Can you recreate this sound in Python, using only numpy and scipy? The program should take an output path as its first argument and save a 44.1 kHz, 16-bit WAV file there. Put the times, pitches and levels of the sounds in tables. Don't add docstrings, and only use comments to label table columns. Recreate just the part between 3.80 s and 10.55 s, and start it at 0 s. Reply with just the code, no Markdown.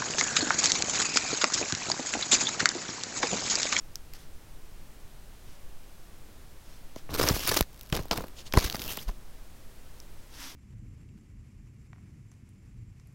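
import sys
import numpy as np
from scipy import signal
from scipy.fft import rfft, irfft
from scipy.io import wavfile

SR = 44100
rng = np.random.default_rng(int(sys.argv[2]) if len(sys.argv) > 2 else 0)


def to_wav(s):
    ch = np.atleast_2d(s).T
    pcm = np.round(np.clip(ch, -1, 1) * 32767)
    wavfile.write(sys.argv[1], SR, pcm.astype(np.int16))


N = 297675
TIME = np.arange(N) / SR
FREQ = np.maximum(np.arange(N // 2 + 1) * SR / N, .1)
BODY_HZ, HISS_HZ = 1660, 8340


def undb(db):
    return 10 ** (np.asarray(db) / 20)


def unit_rms(x):
    return x / np.sqrt(np.mean(x ** 2))


def colour_gain(colour, f):
    hz, db = np.transpose(colour)
    return undb(np.interp(np.log(f), np.log(hz), db))


def lowpass(f, hz, order=4):
    return 1 / np.sqrt(1 + (f / hz) ** (2 * order))


def highpass(f, hz, order=4):
    return lowpass(hz, f, order)


def shaped(x, gain):
    return unit_rms(irfft(rfft(x) * gain, N))


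def noise(gain):
    return shaped(rng.standard_normal(N), gain)


def wander(rate_hz):
    return noise(lowpass(FREQ, rate_hz, order=2))


def minimum_phase(gain):
    cepstrum = irfft(np.log(gain))
    half = len(cepstrum) // 2
    return np.exp(rfft(np.r_[cepstrum[0], 2 * cepstrum[1:half], np.zeros(half)]))


def add(out, start_s, x):
    i = max(int(start_s * SR), 0)
    out[i:i + len(x)] += x[:max(N - i, 0)]


def held(start_s, end_s, attack_s, release_s):
    rise = np.clip((TIME - start_s) / attack_s + .5, 0, 1)
    return rise * np.exp(-np.clip((TIME - end_s) / release_s, 0, 20))


def swells(rows):
    return np.sqrt(sum(undb(2 * db) * np.exp(-((TIME - s) / half_s) ** 2) for s, half_s, db in rows))


def grains(per_s, spread_db):
    size = undb(spread_db * np.minimum(rng.exponential(size=N), 4))
    return (rng.random(N) < per_s / SR) * size * rng.standard_normal(N)


# f/Hz, level/dB
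ROOM_COLOUR = [(12, -44), (20, -2), (30, -9.5), (38, -12.5), (74, -16.5), (248, -27), (277, -27),
               (738, -32.5), (923, -34.5), (1370, -36.5), (2990, -40), (12800, -45), (16000, -46.5)]

def room_tone(hiss_db=-50.5, drift_db=-43):
    hiss = noise(colour_gain(ROOM_COLOUR, FREQ) * highpass(FREQ, 15.5))
    drift = noise(lowpass(FREQ, 12, order=2) * highpass(FREQ, 2.06))
    return undb(hiss_db) * hiss + undb(drift_db) * drift


def reflections(x, t60_s=0.081, gap_s=.004, wet_db=-25):
    t = np.arange(SR // 3) / SR
    response = rng.standard_normal(len(t)) * undb(-60 * t / t60_s) * (t > gap_s)
    return undb(wet_db) * signal.fftconvolve(x, response / np.linalg.norm(response))[:N]


# centre t/s, half-length/s, level/dB
SAND_STROKES = [(0.355, 0.011, -51.5), (0.407, 0.035, -57.5), (1.707, .05, -61), (2.923, .05, -60),
                (3.182, 0.017, -54), (6.552, 0.024, -51), (6.629, 0.036, -44), (6.688, 0.037, -46.5)]
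# f/Hz, level/dB
SAND_COLOUR = [(150, -11), (290, 7.5), (450, -20), (900, -2.5), (1700, 0), (2500, -2.5), (3200, 1),
               (4000, -2), (5700, 1.5), (7000, -6), (9000, -10), (12000, -7.5), (15500, -16)]

def sand_strokes():
    return swells(SAND_STROKES) * shaped(grains(per_s=14000, spread_db=1.0), colour_gain(SAND_COLOUR, FREQ))


# t/s, relative level/dB
PLASTIC_CLICKS = [(.1566, -35.5), (3.4878, -21.5), (6.202, -48.5)]
# f/Hz, width/Hz, relative level/dB
PLASTIC_MODES = [(1600, 290, -12), (5550, 870, 6.5), (11400, 2000, -8.5)]

def plastic_clicks(gain_db=25.5):
    out, t = np.zeros(N), np.arange(SR // 100) / SR
    ring = sum(undb(db) * width_hz * np.exp(-np.pi * width_hz * t) * np.cos(2 * np.pi * hz * t)
               for hz, width_hz, db in PLASTIC_MODES)
    ring[0] /= 2
    for s, db in PLASTIC_CLICKS:
        add(out, s, undb(db + gain_db) * ring / np.linalg.norm(ring))
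    return out


# t/s, peak level/dB
LANDINGS = [(3.1615, -33.5), (4.774, -10.5), (4.945, -28.5)]
# f/Hz, t60/s, relative level/dB
TABLE_MODES = [(660, 0.039, -3.5), (990, 0.019, 4), (1980, 0.019, -4)]

def table_knocks():
    out, t = np.zeros(N), np.arange(SR // 10) / SR
    ring = sum(undb(db - 60 * t / t60_s) * np.sin(2 * np.pi * hz * t) for hz, t60_s, db in TABLE_MODES)
    for s, db in LANDINGS:
        add(out, s, undb(db) * ring / np.abs(ring).max())
    return out


# centre t/s, half-length/s, level/dB
SAND_SLIPS = [(4.592, 0.019, -46.5), (4.671, 0.01, -45.5)]
# f/Hz, level/dB
SLIP_COLOUR = [(500, -2), (1600, -11), (3200, 0), (6500, -3.5), (9000, -13), (15500, -19)]

def sand_slips():
    return swells(SAND_SLIPS) * shaped(grains(per_s=14000, spread_db=3.5), colour_gain(SLIP_COLOUR, FREQ))


# centre t/s, half-length/s, level/dB
EDGE_RUBS = [(5.098, 0.017, -42), (5.191, 0.0032, -37)]

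def edge_rubs(first_hz=2930, rise_hz_per_s=4100, width_hz=330):
    hz = first_hz + rise_hz_per_s * (TIME - EDGE_RUBS[0][0])
    phase = 2 * np.pi * np.cumsum(hz) / SR
    return swells(EDGE_RUBS) * (wander(width_hz) * np.cos(phase) + wander(width_hz) * np.sin(phase))


# start t/s, end t/s, relative level/dB, brightness/dB
GRAIN_SPILLS = [(3.927, 4.122, -52, 2), (4.191, 4.499, -47.5, 1), (4.778, 5.062, -39.5, -5)]

def spilled_grains(count=15, spread_db=3.5):
    rows = []
    for start_s, end_s, db, bright_db in GRAIN_SPILLS:
        times = start_s + (end_s - start_s) * (np.arange(count) + rng.random(count)) / count
        rows += [(s, db + spread_db * rng.uniform(-1, 1), bright_db) for s in times]
    return rows


# t/s, relative level/dB, brightness/dB
GRAIN_TICKS = [(.3361, -41.5, -5), (3.161, -45.5, -4), (3.342, -31.5, 0), (3.676, -23, 17),
               (3.7673, -22.5, 3), (3.7734, -21, -3), (3.8091, -19.5, -1.5), (3.8264, -34.5, -4),
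               (4.0112, -40, 1), (4.0325, -45.5, 6), (4.101, -44, -1), (4.1262, -27, -11),
               (4.152, -30.5, -7), (4.1656, -28, 0), (4.3122, -22, -20), (4.3763, -30, -1),
               (4.7244, -33, -20), (4.737, -29.5, 2), (4.8993, -27.5, -7), (4.9262, -33, -11),
               (4.956, -32.5, -12), (4.9945, -35.5, -16), (5.0186, -31.5, -4), (5.0791, -33.5, 2),
               (5.1725, -30, 3.5)]
# f/Hz, level/dB
GRAIN_COLOUR = [(200, -11), (800, -8), (1600, 2), (2500, 1), (4800, 3), (6400, 2), (8500, -6), (12000, 1),
                (15500, 1.5)]

def grain_ticks(shatter_s=0.00078, rattle_s=0.0037, gain_db=22.0, size=2048):
    out, t = np.zeros(N), np.arange(size) / SR
    f = np.maximum(np.arange(size // 2 + 1), 1) * SR / size
    decay = 0.41 * np.exp(-t / shatter_s) + 0.027 * np.exp(-t / rattle_s)
    for s, db, bright_db in [*GRAIN_TICKS, *spilled_grains()]:
        crack = (t == 0) + rng.standard_normal(size) * decay
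        shelf = undb(bright_db * highpass(f, HISS_HZ) ** 2)
        wave = irfft(rfft(crack) * minimum_phase(colour_gain(GRAIN_COLOUR, f) * shelf))
        add(out, s, undb(db + gain_db) * wave / np.linalg.norm(wave))
    return out


# centre t/s, half-length/s, level before the leak/dB
AIR_PUFFS = [(3.5112, 0.0011, -12), (3.541, 0.0037, -20), (3.809, 0.0003, -8), (3.8137, 0.0028, -14),
             (4.127, 0.0011, -15), (4.204, 0.0021, -24.5), (4.7764, 0.0024, -3), (4.781, 0.0087, -20),
             (4.853, 0.005, -16.5), (5.282, 0.0091, -11.5)]

def air_puffs(sway, leak_hz=35):
    push = sum(undb(db) * np.exp(-((TIME - s) / half_s) ** 2) for s, half_s, db in AIR_PUFFS)
    flutter = undb(-6.0) * sway * noise(lowpass(FREQ, 76, order=2) * highpass(FREQ, 5.0))
    return flutter - signal.sosfilt(signal.butter(2, leak_hz, "high", fs=SR, output="sos"), push)


def warped(x, depth_db, hold_s=0.0083, width_hz=260, size=512):
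    framing = dict(fs=SR, nperseg=size, noverlap=size - size // 4)
    f, t, frames = signal.stft(x, **framing)
    over_f = np.exp(-((f[:25] - f[12]) / width_hz) ** 2)
    over_t = np.exp(-((t[:25] - t[12]) / hold_s) ** 2)
    resonance = signal.fftconvolve(rng.standard_normal(frames.shape), np.outer(over_f, over_t), "same")
    return signal.istft(frames * undb(depth_db * unit_rms(resonance)), **framing)[1][:N]


def friction(contact, colour, envelopes):
    gain = colour_gain(colour, FREQ)
    body, hiss = lowpass(FREQ, BODY_HZ), highpass(FREQ, HISS_HZ, order=8)
    rasp = np.sqrt((1 - body ** 2) * (1 - hiss ** 2))
    return sum(level * shaped(contact, gain * band) for level, band in zip(envelopes, (body, rasp, hiss)))


# start t/s, end t/s, relative body/dB, rasp/dB, hiss/dB
CARD_PUSHES = [(3.301, 3.388, -37.5, -47.5, -54), (3.378, 3.532, -34, -36, -36),
               (3.54, 3.671, -43.5, -36.5, -40.5), (3.673, 3.802, -36.5, -35.5, -37.5),
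               (4.78, 4.867, -39.5, -37, -43), (4.864, 5.001, -43.5, -49, -48.5),
               (5.005, 5.084, -43.5, -47, -42.5), (5.089, 5.133, -45, -39, -37.5),
               (5.135, 5.231, -51.5, -48, -49), (5.278, 5.286, -39.5, -47, -50)]
# t/s, flapping time/s, relative level/dB
CARD_FLAPS = [(4.124, 0.038, -31.5), (4.313, 0.092, -35), (4.738, 0.019, -30.5)]
# offset/dB, fade/(dB/s)
FLAP_BANDS = [(1, 47), (-8, 87), (-13, 50)]

def card_motion():
    power = np.zeros((3, N))
    for start_s, end_s, *band_db in CARD_PUSHES:
        push = held(start_s, end_s, attack_s=0.02, release_s=0.014)
        power += np.outer(undb(band_db), push) ** 2
    for s, length_s, db in CARD_FLAPS:
        flap = held(s, s + length_s, attack_s=0.0011, release_s=0.041)
        age_s = np.clip(TIME - s, 0, length_s)
        power += np.array([flap * undb(db + offset - fade * age_s) for offset, fade in FLAP_BANDS]) ** 2
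    return np.sqrt(power)


# f/Hz, level/dB
GRIT_COLOUR = [(100, 6), (200, 4), (400, 2), (1000, -6.5), (1900, -18), (3500, -14.5), (5900, -15.5),
               (8300, -25), (12500, -13), (15500, -15)]

def card_slides(envelopes):
    contact = warped(grains(per_s=14000, spread_db=2.0), depth_db=2.0)
    grip = undb(2.03 * wander(rate_hz=110))
    return undb(-1.43) * friction(contact * grip, GRIT_COLOUR, envelopes)


# t/s, length/s, relative level/dB, body-to-hiss tilt/dB
CARD_CATCHES = [(3.335, 0.03, -37, 2), (3.392, 0.011, -29.5, -4), (3.412, 0.007, -27.5, -4.5),
                (3.428, 0.013, -27, 0), (3.463, 0.018, -33, 0), (3.484, 0.022, -31, -4),
                (3.544, 0.032, -40, 9.5), (3.671, 0.031, -29, 5), (3.713, 0.013, -28, -1),
                (3.741, 0.0066, -30.5, 4.5), (3.765, 0.013, -26, -1.5), (3.786, 0.0082, -30, 3),
                (4.145, 0.0087, -34, -3.5), (4.17, 0.0084, -34.5, -5), (4.311, 0.027, -34.5, -5),
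                (4.371, 0.0053, -38, 3), (4.772, 0.005, -23.5, -3), (4.783, 0.012, -31, 1),
                (4.842, 0.012, -30, 3.5), (4.94, 0.015, -41.5, 1)]
# f/Hz, level/dB
CARD_COLOUR = [(100, -6), (200, -26), (330, 2), (520, 0.5), (780, -6.5), (1200, -1.5), (2000, -10.5),
               (3100, -10), (5100, -5), (8100, -17.5), (12400, -12), (15500, -15.5)]

def card_scrapes(rise_s=0.0029, fall_s=0.00079, body_db=0.5, hiss_db=-5.5):
    envelopes, t = np.zeros((3, N)), np.arange(SR // 10) / SR
    for s, length_s, db, tilt_db in CARD_CATCHES:
        burst = np.minimum(t / rise_s, 1) * np.exp(-np.maximum(t - length_s, 0) / fall_s)
        for envelope, offset_db in zip(envelopes, (body_db - tilt_db, 0, hiss_db + tilt_db)):
            add(envelope, s - rise_s / 2, undb(db + offset_db) * burst)
    contact = warped(grains(per_s=10000, spread_db=1.5), depth_db=2.5)
    grip = undb(2.6 * wander(rate_hz=210))
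    return undb(-1.5) * friction(contact * grip, CARD_COLOUR, envelopes)


# t/s, relative level/dB, stiffness as cut-off f/Hz
CARD_BUCKLES = [(3.162, -25.5, 855), (3.292, -28.5, 1700), (3.398, -18, 1500), (3.438, -14, 1700),
                (3.564, -19, 1490), (3.717, -22, 1600), (3.808, -19.5, 2970), (4.128, -16.5, 2550),
                (4.191, -22, 1600), (4.254, -31.5, 990), (4.3124, -14, 2980), (4.385, -21, 1100),
                (4.406, -23.5, 1280), (4.44, -24, 1400), (4.739, -11, 2440), (4.752, -26, 1200),
                (4.7742, -9, 940), (4.945, -19, 1600), (5.175, -23.5, 2600), (5.292, -27.5, 1610)]
# f/Hz, level/dB
BUCKLE_COLOUR = [(60, 0), (150, 2.5), (420, 0.5), (720, -0.5), (1030, -1.5), (1500, -6), (2800, -1.5),
                 (6000, -23), (16000, -43)]

def card_buckles(ring_s=0.0037, delay_1khz_s=0.00199, gain_db=-4.0, size=4096):
    out, t = np.zeros(N), np.arange(size) / SR
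    f = np.maximum(np.arange(size // 2 + 1), 1) * SR / size
    dispersion = np.exp(-4j * np.pi * delay_1khz_s * np.sqrt(1000 * f))
    for s, db, cutoff_hz in CARD_BUCKLES:
        push = (t == 0) + 0.069 * rng.standard_normal(size) * np.exp(-t / ring_s)
        response = minimum_phase(colour_gain(BUCKLE_COLOUR, f) * lowpass(f, cutoff_hz, order=3))
        wave = irfft(rfft(push) * response * dispersion)
        add(out, s - 0.687 * delay_1khz_s, undb(db + gain_db) * wave / np.abs(wave).max())
    return out


def scene():
    envelopes = card_motion()
    near = card_slides(envelopes) + card_scrapes() + sand_slips() + edge_rubs() + card_buckles()
    near += table_knocks() + grain_ticks() + plastic_clicks() + sand_strokes()
    return (near + reflections(near) + air_puffs(sway=envelopes[0]) + room_tone())[None]


def record(dry):
    top_hz = 15850
    return signal.sosfilt(signal.ellip(10, .1, 80, top_hz, fs=SR, output="sos"), np.clip(dry, -1, 1))


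dry = scene()
out = record(dry)
to_wav(out)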